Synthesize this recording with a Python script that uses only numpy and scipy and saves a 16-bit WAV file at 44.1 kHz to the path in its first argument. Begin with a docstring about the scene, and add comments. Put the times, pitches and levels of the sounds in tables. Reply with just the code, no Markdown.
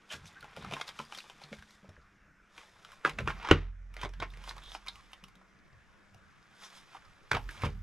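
"""At a desk, close to a small stereo microphone: stiff plastic blister packs are lifted, turned and laid down.
Panels snap: short runs of slips with one sharp click, heard through the shell's colour and two brief rings.
Fingers and shells rub, crackle and scrape: dense random slips, coloured by plastic and skin.
Knocks ring the desk's modes and its frame hums on at one low pitch, over lumpy low noise from hands and arms.
A fan nearby is coloured noise with two faint wavering tones; sparse reflections make the room."""
import sys
import numpy as np
from scipy import signal
from scipy.fft import rfft, irfft
from scipy.io import wavfile
from scipy.ndimage import uniform_filter1d

SR = 44100
rng = np.random.default_rng(int(sys.argv[2]) if len(sys.argv) > 2 else 0)


def materialize(psi):
    """Save the field psi as 16-bit PCM at rate SR to the path in sys.argv[1].

    A 1-D psi becomes a single channel; in a 2-D psi each row is a channel.
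    """
    bounded = np.clip(np.atleast_2d(psi).T, -1, 1)
    quanta = np.round(bounded * 32767).astype(np.int16)
    wavfile.write(sys.argv[1], SR, quanta)


def gain_from_decibels(decibels):
    """Convert decibel values to linear amplitude factors."""
    exponent = np.asarray(decibels, float) / 20
    return 10 ** exponent


N = 344862  # length in samples

# Side of the handled pack and how bright its snaps sound over time.
# Each row: time in seconds, left over right in dB, tilt of the snaps in dB an octave.
PLACE = [(0, -17, -16), (.5, 7, 1.9), (2.6, 0, -8.6), (3, -1, 4), (3.4, -1.5, -1.5), (3.7, 1, 3),
         (4.1, -2, -3.3), (4.5, -2, -1), (5.3, -1, -3.5), (6, 4, -0.5), (6.8, -1.5, -8), (7.3, -1.5, 3.5),
         (7.82, -2, -1)]
# How firmly the fingers work the pack between strokes. Each row: time in seconds, grip in dB.
GRIP = [(0, -73.5), (.2, -64), (.45, -63.5), (.9, -69), (1.7, -70), (1.95, -72.5), (2.5, -89), (2.75, -71),
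        (3.5, -60.5), (3.62, -85), (3.93, -77), (4.4, -61.5), (5.1, -67), (5.35, -75.5), (6.4, -71.5),
        (6.7, -64), (7.2, -68), (7.6, -61), (7.82, -73)]
# Colour of the plastic shell. Each row: frequency in Hz, relative density in dB per Hz.
SHELL = [(180, -43), (300, -8), (543, -11), (1050, -4), (1420, -5.5), (1620, -6.5), (1970, -3.5),
         (2440, -0.5), (2930, -5), (3810, -4.5), (7500, -22), (8990, -21.5), (15500, -39.5)]


def evened(x):
    """Scales to rms 1."""
    return x / np.sqrt(np.mean(x ** 2) + 1e-20)


def read(points, hz):
    """Reads a table along log frequency."""
    f, value = np.transpose(points)
    return np.interp(np.log(hz + 1), np.log(f + 1), value)


def curves(rows):
    """Every column of a table at every sample."""
    s, *columns = np.transpose(rows)
    return [np.interp(np.arange(N) / SR, s, c) for c in columns]


def add(mix, s, sound):
    """Mixes a sound in at time s."""
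    part = mix[max(round(s * SR), 0):][:len(sound)]
    part += sound[:len(part)]


def ring(x, hz, width_hz):
    """One resonance of gain 1 at its centre."""
    return signal.lfilter(*signal.iirpeak(hz, hz / max(width_hz, 1), SR), x)


def colour(points, tilt_db=0):
    """Causal impulse response of a spectrum, tilted per octave about 2 kHz."""
    hz = np.abs(np.fft.fftfreq(4096, 1 / SR))
    level_db = read(points, hz) + tilt_db * np.log2((hz + 50) / 2000)
    log_gain = np.log(gain_from_decibels(np.maximum(level_db, -100)))
    minimum_phase = -signal.hilbert(log_gain).imag
    return np.fft.ifft(np.exp(log_gain + 1j * minimum_phase)).real[:1024]


def snaps():
    """A panel flips: quick slips swell to one sharp click and die; two short rings over the shell's colour."""
    # Each row: time of the click in seconds, peak in dB at the pack, ring of the large panel in Hz,
    # ring of a small dome in Hz, dome over panel in dB.
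    snap_rows = [(.257, -40, 1840, 5700, 9), (0.329, -52, 1400, 6900, 6), (0.408, -40.5, 1760, 4070, 20),
                 (.428, -39.5, 1410, 2150, -20), (.444, -39, 880, 2580, -17), (.565, -32.5, 1370, 3070, -3),
                 (.572, -33.5, 610, 3220, -17), (.625, -39, 1350, 3700, -17),
                 (.648, -31.5, 1170, 3460, -17), (.712, -29, 760, 2450, -9), (.724, -27, 1240, 2600, -3),
                 (.737, -21.5, 696, 2600, 3), (.767, -30, 1040, 2410, -22), (0.8, -34, 866, 3140, -13),
                 (.813, -21.5, 1340, 3360, 5.5), (0.88, -28.5, 1170, 4140, 17),
                 (.891, -27.5, 930, 3470, 8.5), (.991, -26.5, 1190, 2600, 4), (1, -31, 1000, 2840, -17),
                 (1.051, -44, 1210, 4770, 24), (1.124, -27.5, 800, 2560, -2), (1.149, -31, 1430, 3290, 21),
                 (1.176, -32.5, 690, 4540, 6), (1.187, -26.5, 1380, 4050, 21),
                 (1.204, -35.5, 1960, 2770, 25), (1.299, -31.5, 830, 2700, 0.5),
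                 (1.417, -41.5, 740, 2770, -14), (1.438, -33.5, 1400, 4040, 55),
                 (1.529, -32.5, 575, 2120, -6), (1.587, -45, 1650, 3240, -10),
                 (1.625, -41.5, 1630, 3060, -12), (1.708, -41.5, 1240, 3950, 13),
                 (1.844, -50.5, 610, 2590, -30), (1.892, -45.5, 600, 5350, -7),
                 (1.966, -50.5, 1540, 2190, -37), (2.58, -32.5, 1480, 2530, 10),
                 (2.849, -33, 1410, 3160, 0), (2.919, -40.5, 1370, 2870, -12.5),
                 (2.931, -46, 1120, 2170, -23), (3.05, -12, 1330, 2170, -23.5),
                 (3.058, -21, 1330, 2300, -16.5), (3.075, -26.5, 1060, 3450, -19),
                 (3.096, -25, 980, 2360, 1), (3.188, -21, 1610, 2340, -11), (3.206, -32, 490, 2300, -18),
                 (3.276, -16.5, 1280, 2400, -2), (3.283, -23, 1450, 2600, -31),
                 (3.304, -26, 1260, 2490, -8), (3.429, -33.5, 980, 2340, -14),
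                 (3.449, -30, 1020, 2600, -20), (3.474, -24.5, 1000, 3020, -4),
                 (3.488, -20.5, 1040, 3030, -5), (3.5125, -4, 1210, 2800, 6.5),
                 (3.941, -39.5, 1210, 2580, 1), (3.967, -28, 760, 2030, 5), (4.015, -28.5, 880, 2940, 15),
                 (4.034, -24, 1050, 3270, -3), (4.05, -23.5, 590, 3280, 0), (4.058, -29, 465, 2150, -12),
                 (4.092, -40, 580, 5100, -5), (4.137, -38.5, 1670, 2920, -4), (4.202, -25.5, 1460, 3240, 6),
                 (4.225, -22.5, 990, 1950, -7), (4.303, -43, 1210, 3700, 37), (4.338, -40, 2010, 2140, -9),
                 (4.373, -39.5, 600, 2260, -1), (4.44, -37, 1100, 2920, 1), (4.477, -32, 900, 3780, -15),
                 (4.493, -25.5, 965, 3980, 27), (4.511, -29, 1040, 3200, -7), (4.567, -41, 1120, 3620, -14),
                 (4.581, -34, 1050, 3630, -2), (4.636, -39, 1240, 3380, 15), (4.719, -28, 970, 3500, 14),
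                 (4.75, -26.5, 860, 2470, -3), (4.864, -40.5, 1263, 4800, -5), (4.872, -32, 1220, 2330, 10),
                 (4.884, -22.5, 1030, 3670, 27), (4.957, -39, 1230, 2730, 5), (5.118, -48, 1380, 2470, 14),
                 (5.133, -33.5, 1086, 3010, 7.5), (5.24, -36.5, 1230, 2920, 6),
                 (5.284, -46, 1228, 2240, -4), (5.355, -44.5, 1434, 3500, -1),
                 (5.415, -49.5, 960, 2030, -35), (6.146, -46, 700, 3000, -10.5),
                 (6.95, -39.5, 875, 2226, -38), (6.967, -43, 1220, 3920, -20),
                 (7.316, -11.5, 1420, 3570, 4.5), (7.332, -19.5, 1440, 2440, -8),
                 (7.348, -28, 1370, 3400, -13), (7.369, -25.5, 875, 2830, -20),
                 (7.491, -30, 1760, 2700, -21), (7.511, -36.5, 1670, 2480, 20), (7.62, -30, 1020, 2120, 14),
                 (7.636, -23.5, 1030, 2030, -15), (7.646, -28.5, 960, 2480, -27),
                 (7.663, -47, 576, 2420, -2)]
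    slip_t60_s, dull_per_db = 0.022, 0.5  # harder snaps move more shell and sound duller: dB an octave per dB
    out, t, bright_db = np.zeros(N), np.arange(5000) / SR - 0.012, curves(PLACE)[1]
    swell_and_decay = gain_from_decibels(-60 * np.where(t < 0, -t / (0.37 * slip_t60_s), t / slip_t60_s))
    for s, db, panel_hz, dome_hz, dome_db in snap_rows:
        slips = rng.standard_normal(len(t)) * gain_from_decibels(5.08 * np.minimum(rng.exponential(1, len(t)), 4))
        drive = 0.19 * evened(slips) * swell_and_decay
        drive[np.argmax(t >= 0)] += 1  # the click
        tilt_db = 0.24 * (dome_db + 6.0) - dull_per_db * (db + 29) + bright_db[round(s * SR)]
        broad = signal.oaconvolve(drive, colour(SHELL, tilt_db))[:len(t)]
        panel = ring(ring(drive, panel_hz, 0.22 * panel_hz), panel_hz, 1.7 * panel_hz)
        dome = ring(ring(drive, dome_hz, 810), dome_hz, 1080)
        sound = 1.9 * evened(broad) + gain_from_decibels(-dome_db / 2) * evened(panel) + gain_from_decibels(dome_db / 2) * evened(dome)
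        add(out, s + t[0], gain_from_decibels(db) * sound / abs(sound).max())
    return out


def grit(count, clump_db, spread_db):
    """Dense tiny slips of uneven size, in clumps."""
    clumps = evened(uniform_filter1d(rng.standard_normal(count), 300))
    size_db = clump_db * clumps + spread_db * np.minimum(rng.exponential(1, count), 5)
    return rng.standard_normal(count) * gain_from_decibels(size_db)


def strokes():
    """Levels of shell and skin: the steady grip plus a swell for each stroke, summed as power."""
    # Single rubs and rattles. Each row: time of the peak in seconds, rise in seconds, fall in seconds,
    # shell level in dB, skin level in dB.
    stroke_rows = [(0.127, .05, 0.08, -47.5, -41), (.274, 0.061, 0.072, -68, -51.5),
                   (.58, .05, 0.14, -61, -55), (.688, 0.54, 0.069, -52.5, -64),
                   (.735, 0.11, 0.37, -48.5, -51), (.88, 0.051, 0.063, -52, -48),
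                   (1.003, 0.16, 0.14, -54.5, -52), (1.14, 0.13, 0.48, -57, -52),
                   (1.312, 0.087, 0.038, -64, -67), (1.432, 0.17, 0.19, -57.5, -61.5),
                   (1.537, 0.15, 0.22, -60, -57), (1.74, 0.36, 0.16, -86, -62),
                   (2.59, 0.16, 0.31, -58, -57.5), (2.93, 0.65, 0.2, -62, -61.5),
                   (3.061, 0.03, 0.09, -34, -46), (3.198, 0.025, 0.055, -42, -55),
                   (3.296, 0.055, 0.082, -39, -51), (3.467, 0.34, 0.041, -48.5, -79),
                   (3.52, 0.12, 0.15, -31.5, -67), (4.042, 0.11, 0.033, -38.5, -46.5),
                   (4.226, 0.017, 0.04, -33, -64), (4.494, 0.13, 0.072, -51.5, -48),
                   (4.755, 0.32, 0.051, -55.5, -51.5), (4.93, 0.074, 0.6, -73, -63.5),
                   (6.646, 0.14, 0.1, -52.5, -48.5), (6.779, 0.28, 0.1, -58.5, -54),
                   (6.959, 0.3, 0.072, -59, -60.5), (7.35, 0.03, 0.061, -32, -64),
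                   (7.508, 0.039, 0.33, -58, -54.5), (7.655, 0.1, 0.057, -36.5, -46)]
    depth_db = 32  # a stroke is this far down one rise before and one fall after its peak
    t, grip = np.arange(N) / SR, gain_from_decibels(curves(GRIP)[0])
    shell, skin = grip ** 2, (grip * gain_from_decibels(-3)) ** 2
    for s, rise, fall, shell_db, skin_db in stroke_rows:
        swell_db = -depth_db * np.where(t < s, (s - t) / max(rise, 0.005), (t - s) / max(fall, 0.005))
        shell = shell + gain_from_decibels(2 * (shell_db + swell_db))
        skin = skin + gain_from_decibels(2 * (skin_db + swell_db))
    return np.sqrt(shell), np.sqrt(skin)


def rub():
    """Slips heard through the shell; skin sliding on plastic hisses above."""
    # Resonances of the rubbed shell. Each row: frequency in Hz, width in Hz, gain in dB.
    shell_rings = [(1060, 1300, 15.5), (2470, 12, 16.5), (4014, 1440, -30)]
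    # Colour of skin on plastic. Each row: frequency in Hz, relative density in dB per Hz.
    skin_colour = [(1500, -41), (3500, 7), (6000, -3), (9000, -9.5), (11500, -14.5), (15500, -36)]
    shell_level, skin_level = strokes()
    slips = grit(count=N, clump_db=2.5, spread_db=4.0)
    # neighbouring rings have opposite sign
    rings = sum((-1) ** k * gain_from_decibels(db) * ring(slips, hz, width) for k, (hz, width, db) in enumerate(shell_rings))
    body = evened(signal.oaconvolve(slips, colour(SHELL, -0.086))[:N]) + 0.5 * evened(rings)
    # the thick shell carries little treble
    body = signal.sosfilt(signal.butter(2, 4500, fs=SR, output="sos"), body)
    skin_slips = slips + 4.0 * grit(count=N, clump_db=1.0, spread_db=4.0)
    skin = signal.oaconvolve(skin_slips, colour(skin_colour))[:N]
    return shell_level * evened(body) + skin_level * evened(skin)


def crackle():
    """Small chance ticks of the flexing shell, each through one short ring, as loud as the grip is firm."""
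    ticks_per_s = 140
    size_db = 18 + curves(GRIP)[0] + 4.5 * np.minimum(rng.exponential(1, N), 3)
    ticks = gain_from_decibels(size_db) * (rng.random(N) < ticks_per_s / SR)
    spot = rng.integers(0, 6, N)  # which of six pitches each tick excites
    out = np.zeros(N)
    for k, hz in enumerate(np.geomspace(800, 4500, num=6)):
        out += 3 * ring(ring(ticks * (spot == k), hz, 0.28 * hz), hz, 0.49 * hz)
    return out


def scrapes():
    """An edge slides and sings: slips through one gliding resonance, wider for a higher starting pitch."""
    # Each row: start in seconds, length in seconds, level in dB, pitch at the start in Hz, at the end in Hz.
    scrape_rows = [(0.09, 0.068, -45.5, 3110, 2740), (0.098, 0.07, -52.5, 1660, 1530),
                   (0.346, .06, -58.5, 1510, 1670), (.6, 0.06, -56, 3800, 4200),
                   (4.559, 0.035, -60, 1075, 1140), (3.979, .06, -52.5, 3350, 3020),
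                   (4.607, 0.11, -51, 3540, 3680), (4.699, 0.092, -61, 5270, 5200),
                   (4.857, .064, -61.5, 1200, 990), (4.93, 0.091, -62.5, 1055, 1220),
                   (6.632, 0.05, -58, 5630, 5650)]
    out = np.zeros(N)
    for s, length, db, start_hz, end_hz in scrape_rows:
        slips = grit(count=12000, clump_db=2.0, spread_db=-0.5)[:round(length * SR)]
        turn = np.exp(2j * np.pi * np.cumsum(np.linspace(start_hz, end_hz, len(slips))) / SR)
        r = np.exp(-np.pi * 0.2 * start_hz / SR)
        # shift the gliding pitch to zero, smooth there, shift back
        tone = (turn * signal.lfilter([1], [1, -2 * r, r * r], slips / turn)).real
        add(out, s, gain_from_decibels(db) * evened(tone) * signal.windows.tukey(len(tone), 0.6))
    return out


def thuds():
    """A soft push sounds a low ring of its own beside the desk's shared modes."""
    # Knocks that reach the desk top. 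Each row: time in seconds, level in dB (the peak is 5.5 lower),
    # the knock's own low ring in Hz, its t60 in seconds, the shared modes over it in dB.
    thud_rows = [(0.142, -38, 84, 0.19, 5), (0.239, -52, 161, 0.14, -2), (0.432, -44, 74, 0.16, 7),
                 (0.583, -39, 188, 0.34, 5), (0.725, -31.5, 151.5, 0.14, 13), (0.995, -36, 226, 0.15, 2.5),
                 (1.359, -51.5, 203, 0.11, -7), (1.44, -45, 148, 0.26, -2), (1.519, -35, 212, 0.11, -7),
                 (1.833, -47, 191, 0.26, -6.5), (1.891, -37.5, 93, 0.13, -5), (1.979, -44.5, 65.6, 0.1, -4),
                 (3.054, -31.5, 317.5, 0.4, 10), (3.193, -26, 124, 0.2, -3), (3.272, -35.5, 138, 0.22, -9),
                 (3.516, -7, 86, 0.17, -3), (4.041, -24, 89, 0.069, -4.5), (4.202, -32, 92, 0.19, -3.5),
                 (5.231, -46, 193, 0.18, -4), (5.367, -53, 188.5, 0.2, -19), (7.32, -26.5, 114, 0.31, -6),
                 (7.342, -21, 88, 0.14, 0), (7.637, -16.5, 102.2, 0.11, -6), (7.66, -20, 79, 0.15, -5)]
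    # Shared modes of the desk top.
    # Each row: frequency in Hz, level in dB, t60 in seconds for a knock of t60 0.11.
    desk_modes = [(75, -13.5, 0.15), (148, -2, 0.17), (211.8, -6, 0.087), (262, -11, .15),
                  (326.3, -12, 0.12), (400, -11, 0.16), (473, -7.5, .12), (569, -7.5, 0.078)]
    tail_db, tail_t60_s = -18.5, 0.96  # the knock's own low ring lingers faintly
    out, t = np.zeros(N), np.arange(30000) / SR
    for s, db, hz, t60, modes_db in thud_rows:
        phase, shift = rng.random((2, len(desk_modes)))
        modes = np.zeros(len(t))
        for (mode_hz, mode_db, mode_t60), p, u in zip(desk_modes, phase, shift):
            decay = gain_from_decibels(mode_db - 60 * t / np.clip(mode_t60 * t60 / 0.11, 0.02, 0.5))
            modes += decay * np.sin(2 * np.pi * (mode_hz * (1 + 0.045 * (u - 0.5)) * t + p))
        decay = gain_from_decibels(-60 * t / np.clip(t60, 0.02, 0.5)) + gain_from_decibels(tail_db - 60 * t / tail_t60_s)
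        own = decay * np.sin(2 * np.pi * hz * t)
        soft_onset = 1 - np.exp(-t / 0.0014)
        sound = (gain_from_decibels(modes_db) * evened(modes) + evened(own)) * soft_onset
        add(out, s - 0.003, gain_from_decibels(db - 5.5) * sound / abs(sound).max())
    return out


def sway():
    """One slow mode of the desk frame: each swell of its hum rises, dies slowly, and stops when stilled."""
    # Each row: time at which a swell of the hum starts in seconds, level in dB,
    # seconds until it is stilled.
    sway_rows = [(3.1, -48, 0.11), (3.26, -42, 0.13), (3.49, -30.5, .22), (3.718, -39.5, 0.29),
                 (3.99, -38, 1.6), (7.33, -38.5, 0.16), (7.64, -40, .3)]
    sway_hz, t60_s, rise_s, still_s = 43.3, 2.46, 0.039, 0.032
    t, power = np.arange(N) / SR, np.zeros(N)
    for s, db, free in sway_rows:
        since = np.maximum(t - s, 0)
        stilled = np.exp(-np.maximum(since - free, 0) / still_s)
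        power += (gain_from_decibels(db - 60 * since / t60_s) * (1 - np.exp(-since / rise_s)) * stilled) ** 2
    return np.sqrt(2 * power) * np.sin(2 * np.pi * sway_hz * t)


def noise(points, same, patchy_db):
    """Two channels of coloured noise of rms 1 with drifting patches; same gives left-right likeness by Hz."""
    hz = np.fft.rfftfreq(2048, 1 / SR)
    a, b, c, d, patches = rng.standard_normal((N // 512 + 5, 1025, 5)).T
    patches = evened(uniform_filter1d(uniform_filter1d(patches, 14, 0), 8, 1))
    same, left = np.clip(same(hz), -1, 1)[:, None], a + 1j * b
    right = same * left + np.sqrt(1 - same ** 2) * (c + 1j * d)
    z = np.array([left, right]) * gain_from_decibels(read(points, hz)[:, None] + patchy_db * patches)
    return evened(signal.istft(z, nperseg=2048, noverlap=1536)[1][:, :N])


def rumble():
    """Lumpy low noise from hands and arms on the desk."""
    # Each row: time in seconds, level of the low rumble in dB, level of its deepest part in dB.
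    rumble_rows = [(0, -84, -77), (.26, -55, -80), (.43, -72, -74), (.67, -49, -87), (1.0, -79, -97),
                   (1.3, -92, -95), (1.59, -59, -88), (1.8, -81, -74), (2.4, -79, -73), (2.95, -80, -86),
                   (3.24, -45, -52.5), (3.8, -59.5, -78), (4.07, -49.5, -67.5), (4.6, -61, -69),
                   (5.36, -79.5, -78), (6.1, -68.5, -82.5), (6.53, -81, -98), (7.2, -72, -90),
                   (7.36, -65.5, -47), (7.71, -48.5, -61)]
    # Colours of the low rumble and the deepest part. Each row: frequency in Hz, relative density in dB per Hz.
    low_colour = [(40, -45), (60, 10), (110, 5), (200, 2.5), (300, -21.5), (500, -53)]
    deep_colour = [(10, -28), (25, 1.5), (50, 3), (80, -44.5)]
    low_db, deep_db = curves(rumble_rows)
    low = noise(low_colour, lambda hz: np.full_like(hz, 0.88), patchy_db=6.0)
    deep = noise(deep_colour, lambda hz: np.ones_like(hz), patchy_db=5.0)
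    return gain_from_decibels(low_db) * low + gain_from_decibels(deep_db) * deep


def fan():
    """Air noise with two faint tones that waver together in level and phase."""
    # Colour of the air noise. Each row: frequency in Hz, relative density in dB per Hz.
    air_colour = [(20, 1.5), (60, -9.5), (150, -5.5), (200, -7), (230, -12.5), (295, -9.5), (370, -13.5),
                  (690, -16), (800, -22.5), (1250, -13), (1750, -11.5), (2300, -16), (3000, -22.5),
                  (4200, -31.5), (5900, -27), (15500, -54)]
    # Each row: frequency in Hz, left-right likeness of the air noise (1 is identical).
    likeness = [(60, 0.15), (240, 0.51), (950, 0.78), (3770, 0.72), (15000, 0.78)]
    # Each row: frequency in Hz, rms level in dB about which the tone wavers.
    tone_rows = [(198, -78), (1458, -87)]
    t = np.arange(N) / SR
    waver = evened(uniform_filter1d(rng.standard_normal(N), 9000))
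    tones = np.zeros(N)
    for hz, db in tone_rows:
        tones += np.sqrt(2) * gain_from_decibels(db + 2.8 * waver) * np.sin(2 * np.pi * hz * t + 1.4 * waver)
    return gain_from_decibels(-65) * noise(air_colour, lambda hz: read(likeness, hz), patchy_db=2.5) + tones


def room(x):
    """Sparse reflections, each band dying at its own speed; two patterns alternate steadily, 7.3 turns a second."""
    # Each row: frequency in Hz, t60 of the reflections in seconds.
    decay_rows = [(150, .25), (400, .11), (2000, .13), (8000, .1)]
    out, turn = np.zeros((2, N)), 2 * np.pi * 7.3 * np.arange(N) / SR
    for window in (np.sin(turn), np.cos(turn)):
        taps = np.zeros((2, SR // 2))
        # one reflection of random sign in every 20 samples
        at = np.arange(100, SR // 2 - 20, 20) + rng.integers(0, 20, (2, (SR // 2 - 101) // 20))
        np.put_along_axis(taps, at, rng.choice([-1., 1.], at.shape), 1)
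        hz, t, z = signal.stft(taps + 0.65 * taps[::-1], SR, nperseg=256)
        decay = gain_from_decibels(-60 * t / np.maximum(read(decay_rows, hz), 0.02)[:, None])
        tail = signal.istft(z * decay, SR, nperseg=256)[1]
        out += signal.fftconvolve((x * window)[None], tail / np.linalg.norm(tail[0]), axes=1)[:, :N]
    return out


def ports(x, pan_db):
    """The two microphone ports hear a near source with a small lead and balance."""
    # Each row: frequency in Hz, radians by which the left port leads.
    lead = [(100, 0.86), (1600, -0.6), (2800, -.6), (5500, -1), (8000, 0.89), (11000, 0.45), (13500, 0.96)]
    half_turn = np.exp(0.5j * read(lead, np.fft.rfftfreq(N, 1 / SR)))
    left = irfft(rfft(x) * half_turn, N) * gain_from_decibels(pan_db / 2)
    right = irfft(rfft(x) / half_turn, N) / gain_from_decibels(pan_db / 2)
    return np.array([left, right])


def scene():
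    """Packs in the room, desk through its frame, fan all round."""
    packs = snaps() + rub() + crackle() + scrapes()
    desk = thuds() + gain_from_decibels([[-1.3], [1.3]]) * sway() + rumble()
    return ports(packs, curves(PLACE)[0]) + gain_from_decibels(-7.5) * room(packs) + desk + fan()


def top_cut(x):
    """Nothing passes above the cut-off."""
    return signal.sosfilt(signal.butter(12, 15820, fs=SR, output="sos"), x)


def record(dry):
    """Microphone colour, widening stereo, gain control that sinks after a loud blow and creeps back."""
    # Colour of the microphone. Each row: frequency in Hz, gain in dB.
    mic = [(20, -0.5), (600, 1), (780, 1.5), (1400, 3), (3400, -4), (4300, -6.5), (5300, -1.5), (8000, -3),
           (12500, -2.5), (14500, -2), (16000, -32)]
    # The stereo image opens. Each row: time in seconds, gain of the side signal in dB.
    width = [(0, -28), (1.2, -20), (2, -15), (2.8, -5), (3.4, 0), (7.82, 3)]
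    heard = signal.oaconvolve(dry, colour(mic)[None], axes=1)[:, :N]
    mid = (heard[0] + heard[1]) / 2
    side = (heard[0] - heard[1]) / 2 * gain_from_decibels(curves(width)[0])
    power_db = 10 * np.log10(abs(uniform_filter1d(mid ** 2, 800)) + 1e-12)
    fall = np.arange(N) * 9.1 / SR  # the held peak level sinks by 9.1 dB a second
    held_db = np.maximum.accumulate(power_db + fall) - fall
    over_db = np.maximum(held_db + 20.5, 0)  # excess over -20.5 dB
    late_db = signal.lfilter([1 / 2500], [1, 1 / 2500 - 1], over_db)  # the control lags by about 2500 samples
    return top_cut(np.array([mid + side, mid - side]) / gain_from_decibels(0.56 * late_db))


dry = scene()
out = record(dry)
materialize(out)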